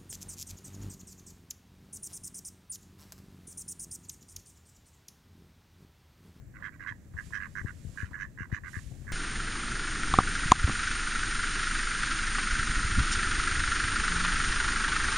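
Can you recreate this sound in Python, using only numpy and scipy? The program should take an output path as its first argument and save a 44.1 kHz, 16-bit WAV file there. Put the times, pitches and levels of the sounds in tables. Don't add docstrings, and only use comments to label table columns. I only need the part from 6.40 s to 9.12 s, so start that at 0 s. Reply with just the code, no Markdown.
import sys
import numpy as np
from scipy import signal
from scipy.fft import rfft, irfft
from scipy.io import wavfile
from scipy.ndimage import map_coordinates

SR = 44100
rng = np.random.default_rng(int(sys.argv[2]) if len(sys.argv) > 2 else 0)


def transcribe(u):
    v = np.clip(np.atleast_2d(u).T, -1, 1)
    q = np.round(v * 32767).astype(np.int16)
    wavfile.write(sys.argv[1], SR, q)


N = 119952

# (frequency [Hz], level [dB])
POND_SPECTRUM = [(25, -16), (75, -0.5), (160, -2.5), (290, -8), (420, -20), (570, -21), (900, -30.5),
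                 (1350, -29.5), (1650, -24), (2300, -31.5), (3200, -40.5), (5500, -39), (7600, -33),
                 (8600, -41.5), (15500, -40.5)]
# (frequency [Hz], left-right correlation [-])
POND_CORRELATION = [(60, 1), (500, 0.86), (2000, 0.34), (8000, 0.34), (14000, 0.16)]
# (time [s], level [dB])
WIND_ENVELOPE = [(0, -48), (.3, -53.5), (.68, -51), (.8, -43), (1.05, -47.5), (1.2, -44), (1.48, -44.5),
                 (1.56, -48.5), (1.95, -47), (2.35, -48.5), (2.54, -43), (2.72, -39.5)]
# (frequency [Hz], level [dB])
WIND_SPECTRUM = [(20, -9.5), (45, 0), (90, 2), (140, -3), (220, -14.5), (400, -27), (700, -38), (1200, -43),
                 (4000, -117)]
# (time [s], level [dB])
RUSTLE_ENVELOPE = [(0, -79), (.74, -71), (.8, -61.5), (.86, -55.5), (.96, -61), (1.01, -68), (1.08, -63.5),
                   (1.3, -62), (1.5, -59), (1.62, -58), (1.68, -65.5), (1.85, -70.5), (2.23, -71.5),
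                   (2.3, -54.5), (2.39, -54), (2.52, -59.5), (2.72, -62)]
# (frequency [Hz], level [dB])
RUSTLE_SPECTRUM = [(300, -23), (800, -14.5), (1300, -5), (1900, 0), (3000, -3), (5500, -3.5), (7400, 1),
                   (8500, -3.5), (10000, -5), (12500, -13.5), (15500, -32)]
# (time [s], level [dB], settled pitch [Hz], decay [s])
BUMPS = [(.512, -35.5, 101, 0.013), (0.741, -34, 82, 0.018), (1.212, -29, 73.4, 0.007),
         (1.247, -18.5, 83.6, 0.005), (1.449, -26, 87, 0.0065), (1.468, -30.5, 61, 0.01),
         (1.493, -31, 92, 0.0065), (1.629, -23, 86, 0.0093), (1.713, -33.5, 72, 0.0079),
         (2.005, -28, 120, 0.0045), (2.018, -29.5, 64.6, 0.0075), (2.1251, -18, 89, 0.0066),
         (2.234, -34, 67, 0.0096), (2.367, -25.5, 91.4, 0.01), (2.464, -32, 49.7, 0.011),
         (2.511, -32.5, 113, 0.012), (2.616, -36, 130, 0.0069)]
# (time [s], level [dB], decay [s])
SCUFFS = [(1.243, -45, 0.0051), (1.444, -64, 0.0083), (1.478, -57.5, 0.05), (2.123, -39.5, 0.0021),
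          (2.37, -68, 0.0063), (2.513, -49.5, 0.016), (2.55, -55, 0.016), (2.617, -56, .01),
          (2.645, -53, .01)]
# (frequency [Hz], level [dB])
SCUFF_SPECTRUM = [(100, -38), (300, 3.5), (650, 1.5), (1100, -14.5), (2500, -29), (9000, -30)]
# (time [s], level [dB], decay [s])
BILL_PUFFS = [(.2, -49, 0.028), (.737, -57, 0.074), (.905, -53.5, .015), (1.556, -54, 0.02),
              (1.71, -48.5, 0.022), (2.098, -49.5, 0.013), (2.648, -59.5, 0.047)]
# (frequency [Hz], level [dB])
BILL_SPECTRUM = [(400, -1.5), (850, -3), (1080, 6), (1400, -1.5), (1750, 1.5), (2400, -12.5), (9000, -36),
                 (15000, -41)]
# (start [s], length [s], level [dB], mean pulse rate [Hz], throat centre [Hz], glide [Hz],
#   mouth gain [dB], nasal centre [Hz], nasal gain [dB], rasp gain [dB], top centre [Hz], top gain [dB])
QUACKS = [(0.139, 0.058, -49.5, 105.5, 1550, -100, 8.5, 2630, -21, -1, 6300, -44),
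          (0.223, 0.069, -34, 102.6, 1664, -17, 3, 3210, -20.5, -1.5, 6000, -39.5),
          (0.321, 0.045, -52, 104.4, 1580, -2, 6.5, 2250, -4, 3, 6300, -40),
          (0.395, 0.064, -41.5, 96, 1610, -150, 7, 2760, -27, 1.5, 6200, -38),
          (0.462, 0.063, -32.5, 101, 1692, 140, 4, 3200, -22.5, -0.5, 6300, -37),
          (0.767, 0.05, -35.5, 99.3, 1683, -110, -1, 2700, -27, -26, 6300, -38),
          (0.924, 0.068, -31, 102.1, 1675, 0, -0.5, 3050, -24, -1.5, 5950, -29.5),
          (0.9916, 0.081, -35.5, 94, 1660, -30, 4, 2610, -20, -0.5, 6600, -39),
          (1.1528, 0.069, -33, 96.6, 1637, 44, 2.5, 3080, -32, -5.5, 6330, -31),
          (1.259, 0.055, -38.5, 85.8, 1600, -160, 4.5, 2700, -20.5, -3, 6300, -39),
          (1.5738, 0.071, -32.5, 101.7, 1652, 47, -3, 2850, -24, 0, 6670, -31),
          (1.636, 0.055, -53, 99.2, 1420, -90, 7, 2980, -10, 13.5, 6500, -34),
          (1.732, .046, -35.5, 91.9, 1647, -50, -2, 2810, -29, -27, 6600, -40),
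          (1.7795, 0.082, -34.5, 97.7, 1690, 88, 1.5, 2970, -26.5, -1, 6430, -29.5),
          (1.975, .083, -38, 88.7, 1634, -37, 4.5, 2760, -18.5, -8, 6420, -33.5),
          (2.1162, 0.07, -35, 101.7, 1715, 27, 3, 2880, -22, 4, 6600, -27),
          (2.235, 0.065, -40.5, 87.9, 1610, -110, 8, 2670, -24, 0.5, 6500, -32),
          (2.331, 0.069, -38.5, 86.1, 1722, 90, 4, 2780, -30, -1, 6300, -42),
          (2.668, 0.0493, -39, 90.7, 1650, -30, 4, 2720, -31, -5, 6540, -32)]
# (bill shut [Hz], bill open [Hz], width [Hz], gain [dB], effort share [-], swell [dB])
MOUTH_MODES = [(1076, 1200, 219, -18.5, 0.38, 7.5), (1802, 2038, 450, -12.5, 0.55, -1)]
# (frequency ratio [-], gain [dB])
TOP_MODES = [(.9, 0), (1, 1.5)]
# (frequency [Hz], level [dB])
RASP_SPECTRUM = [(900, -25), (2000, 6.5), (2400, 20.5), (2700, 13), (3000, 8), (3300, -4), (3520, 3),
                 (3920, 6), (4400, -4.5), (5000, -1.5), (5500, -12), (6600, -14), (7400, -3), (9000, -20),
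                 (15000, -34)]

EDGE_DB, END_DB, CREST_FRACTION = -8.5, -11, .48
JITTER_S, SCATTER_DB, SLOWING = .0003, 2.25, 0.0808
RISE_S, PUFF_DECAY_S, LEAK_DB = 0.00068, 0.005, -12.5
THROAT_PUFF_DB, RASP_DB = -5.5, -17.5
HANDLING_PAN_DB = 12


def amp(db):
    return 10 ** (np.asarray(db) / 20)


def unit(x):
    return x / np.sqrt(np.mean(x ** 2) + 1e-20)


def along(points, hz):
    knots_hz, values = np.transpose(points)
    return np.interp(np.log(hz + 1), np.log(knots_hz + 1), values)


def curve(rows):
    return np.interp(np.arange(N) / SR, *np.transpose(rows))


def wobble(rate_hz):
    knots = rng.standard_normal(int(N * rate_hz / SR) + 4)
    return map_coordinates(knots, [np.arange(N) * rate_hz / SR])


def pan(db):
    return amp([[min(db, 0)], [min(-db, 0)]])


def add(track, start_s, sound):
    part = track[max(round(start_s * SR), 0):][:len(sound)]
    part += sound[:len(part)]


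def colour(x, spectrum, size=4096):
    cepstrum = irfft(np.log(amp(along(spectrum, np.fft.rfftfreq(size, 1 / SR)))))
    cepstrum[1:size // 2] *= 2
    cepstrum[size // 2 + 1:] = 0
    impulse = irfft(np.exp(rfft(cepstrum)))
    return signal.fftconvolve(x, impulse / np.linalg.norm(impulse))[:N]


def stereo_noise(spectrum, correlation):
    hz = np.fft.rfftfreq(N, 1 / SR)
    angle = np.arccos(np.clip(along(correlation, hz), -1, 1)) / 2
    bins = rfft(rng.standard_normal((2, N))) * amp(along(spectrum, hz))
    mid, side = irfft(bins * [np.cos(angle), np.sin(angle)], N)
    return unit(np.array([mid + side, mid - side]))


def bursts(rows, spectrum):
    track, t = np.zeros(N), np.arange(SR // 10) / SR
    for start_s, db, decay_s in rows:
        add(track, start_s, amp(db) * np.exp(-t / decay_s) * rng.standard_normal(len(t)))
    return colour(track, spectrum)


def resonate(x, hz, width_hz):
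    carrier = np.exp(2j * np.pi * np.cumsum(hz * np.ones(len(x))) / SR)
    pole = np.exp(-np.pi * width_hz / SR)
    ring = signal.lfilter([1], np.poly([pole, pole, pole]), x / carrier)
    return unit((ring * carrier).real)


def pond(level_db=-53):
    return amp(level_db) * stereo_noise(POND_SPECTRUM, POND_CORRELATION) * pan(db=-5.5)


def wind():
    level_db = curve(WIND_ENVELOPE) + 0.67 * wobble(rate_hz=8.2)
    return amp(level_db) * stereo_noise(WIND_SPECTRUM, correlation=[(100, 0.99)]) * pan(db=12)


def rustle():
    hiss = stereo_noise(RUSTLE_SPECTRUM, correlation=[(3000, 0.89)])
    return amp(curve(RUSTLE_ENVELOPE)) * hiss * pan(db=-13.5)


def bumps(overshoot=1.85, sag_s=0.0024, rise_s=0.0019):
    track, t = np.zeros(N), np.arange(SR // 8) / SR
    for start_s, db, hz, decay_s in BUMPS:
        cycles = hz * (t + overshoot * sag_s * (1 - np.exp(-t / sag_s)))
        envelope = (1 - np.exp(-(t / rise_s) ** 2)) * np.exp(-(t / (2 * decay_s)) ** 2)
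        add(track, start_s, amp(db) * envelope * np.sin(2 * np.pi * cycles))
    return track * pan(HANDLING_PAN_DB)


def scuffs():
    return bursts(SCUFFS, SCUFF_SPECTRUM) * pan(HANDLING_PAN_DB)


def bank_echo(x, t60_s=.15, gain_db=-12):
    t = np.arange(SR // 2) / SR
    tail = rng.standard_normal((2, len(t))) * amp(-60 * t / t60_s)
    echo = signal.fftconvolve(x[None], tail / np.linalg.norm(tail[0]), axes=1)[:, :N]
    return amp(gain_db) * echo * pan(db=-13)


def bill_puffs():
    return bursts(BILL_PUFFS, BILL_SPECTRUM)


def syrinx(length_s, rate_hz, release_s=0.006):
    t = np.arange(int((length_s + release_s) * SR)) / SR
    before_crest = np.maximum(1 - t / length_s / CREST_FRACTION, 0)
    after_crest = np.maximum((t / length_s - CREST_FRACTION) / (1 - CREST_FRACTION), 0)
    effort_db = EDGE_DB * before_crest ** 2 + END_DB * after_crest ** 2
    effort_db += np.interp(t, [length_s, t[-1]], [0, -18])
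    beats_s = np.arange(0, length_s, 1 / rate_hz)
    jitter, scatter = rng.standard_normal((16, 2))[:len(beats_s)].T
    beats_s = beats_s * (1 + SLOWING * (beats_s / length_s - 1)) + JITTER_S * jitter
    beat_samples = np.clip(beats_s * SR, 0, len(t) - 1).astype(int)
    pulses = np.bincount(beat_samples, amp(SCATTER_DB * scatter), len(t))
    puff_shape = np.exp(-t / PUFF_DECAY_S) * (1 - np.exp(-t / RISE_S))
    gate = signal.fftconvolve(pulses, puff_shape)[:len(t)]
    puffs = (unit(gate) + amp(LEAK_DB)) * rng.standard_normal(SR // 4)[:len(t)]
    return t, unit(pulses), unit(puffs), effort_db


def quacks(brightening=1.3):
    voice, rasp = np.zeros((2, N))
    for (start_s, length_s, db, rate_hz, throat_hz, glide_hz,
         mouth_db, nasal_hz, nasal_db, rasp_db, top_hz, top_db) in QUACKS:
        t, pulses, puffs, effort_db = syrinx(length_s, rate_hz)
        progress = np.minimum(t / length_s, 1)
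        opening = np.sin(np.pi * progress)
        fade = np.minimum((t[-1] - t) / (t[-1] - length_s), 1)
        reedy = pulses + amp(THROAT_PUFF_DB) * puffs
        airy = pulses + puffs
        throat = resonate(reedy, throat_hz + glide_hz * (progress - .5), width_hz=323)
        add(voice, start_s, amp(db + effort_db) * throat)
        delayed_s = start_s + RISE_S
        for shut_hz, open_hz, width_hz, mode_db, share, swell_db in MOUTH_MODES:
            level_db = db + mouth_db + mode_db + share * effort_db + swell_db * (progress - .5)
            mouth = resonate(airy, shut_hz + (open_hz - shut_hz) * opening, width_hz)
            add(voice, delayed_s, amp(level_db) * fade * mouth)
        push = amp(db + brightening * effort_db)
        nasal = resonate(airy, nasal_hz, width_hz=330)
        add(voice, delayed_s, amp(nasal_db) * push * opening * nasal)
        for ratio, mode_db in TOP_MODES:
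            top = resonate(puffs, ratio * top_hz, width_hz=650)
            add(voice, delayed_s, amp(top_db + mode_db) * push * top)
        add(rasp, delayed_s, amp(rasp_db + RASP_DB) * push * puffs)
    return voice + colour(rasp, RASP_SPECTRUM)


def scene():
    drake = quacks() + bill_puffs()
    return pond() + bumps() + scuffs() + bank_echo(drake) + wind() + rustle() + drake * pan(db=-15)


def record(dry, cutoff_hz=15700):
    padded = np.pad(dry, ((0, 0), (SR, SR)), "reflect")
    size = padded.shape[1]
    passband = np.fft.rfftfreq(size, 1 / SR) < cutoff_hz
    return irfft(rfft(padded) * passband, size)[:, SR:SR + N]


dry = scene()
out = record(dry)
transcribe(out)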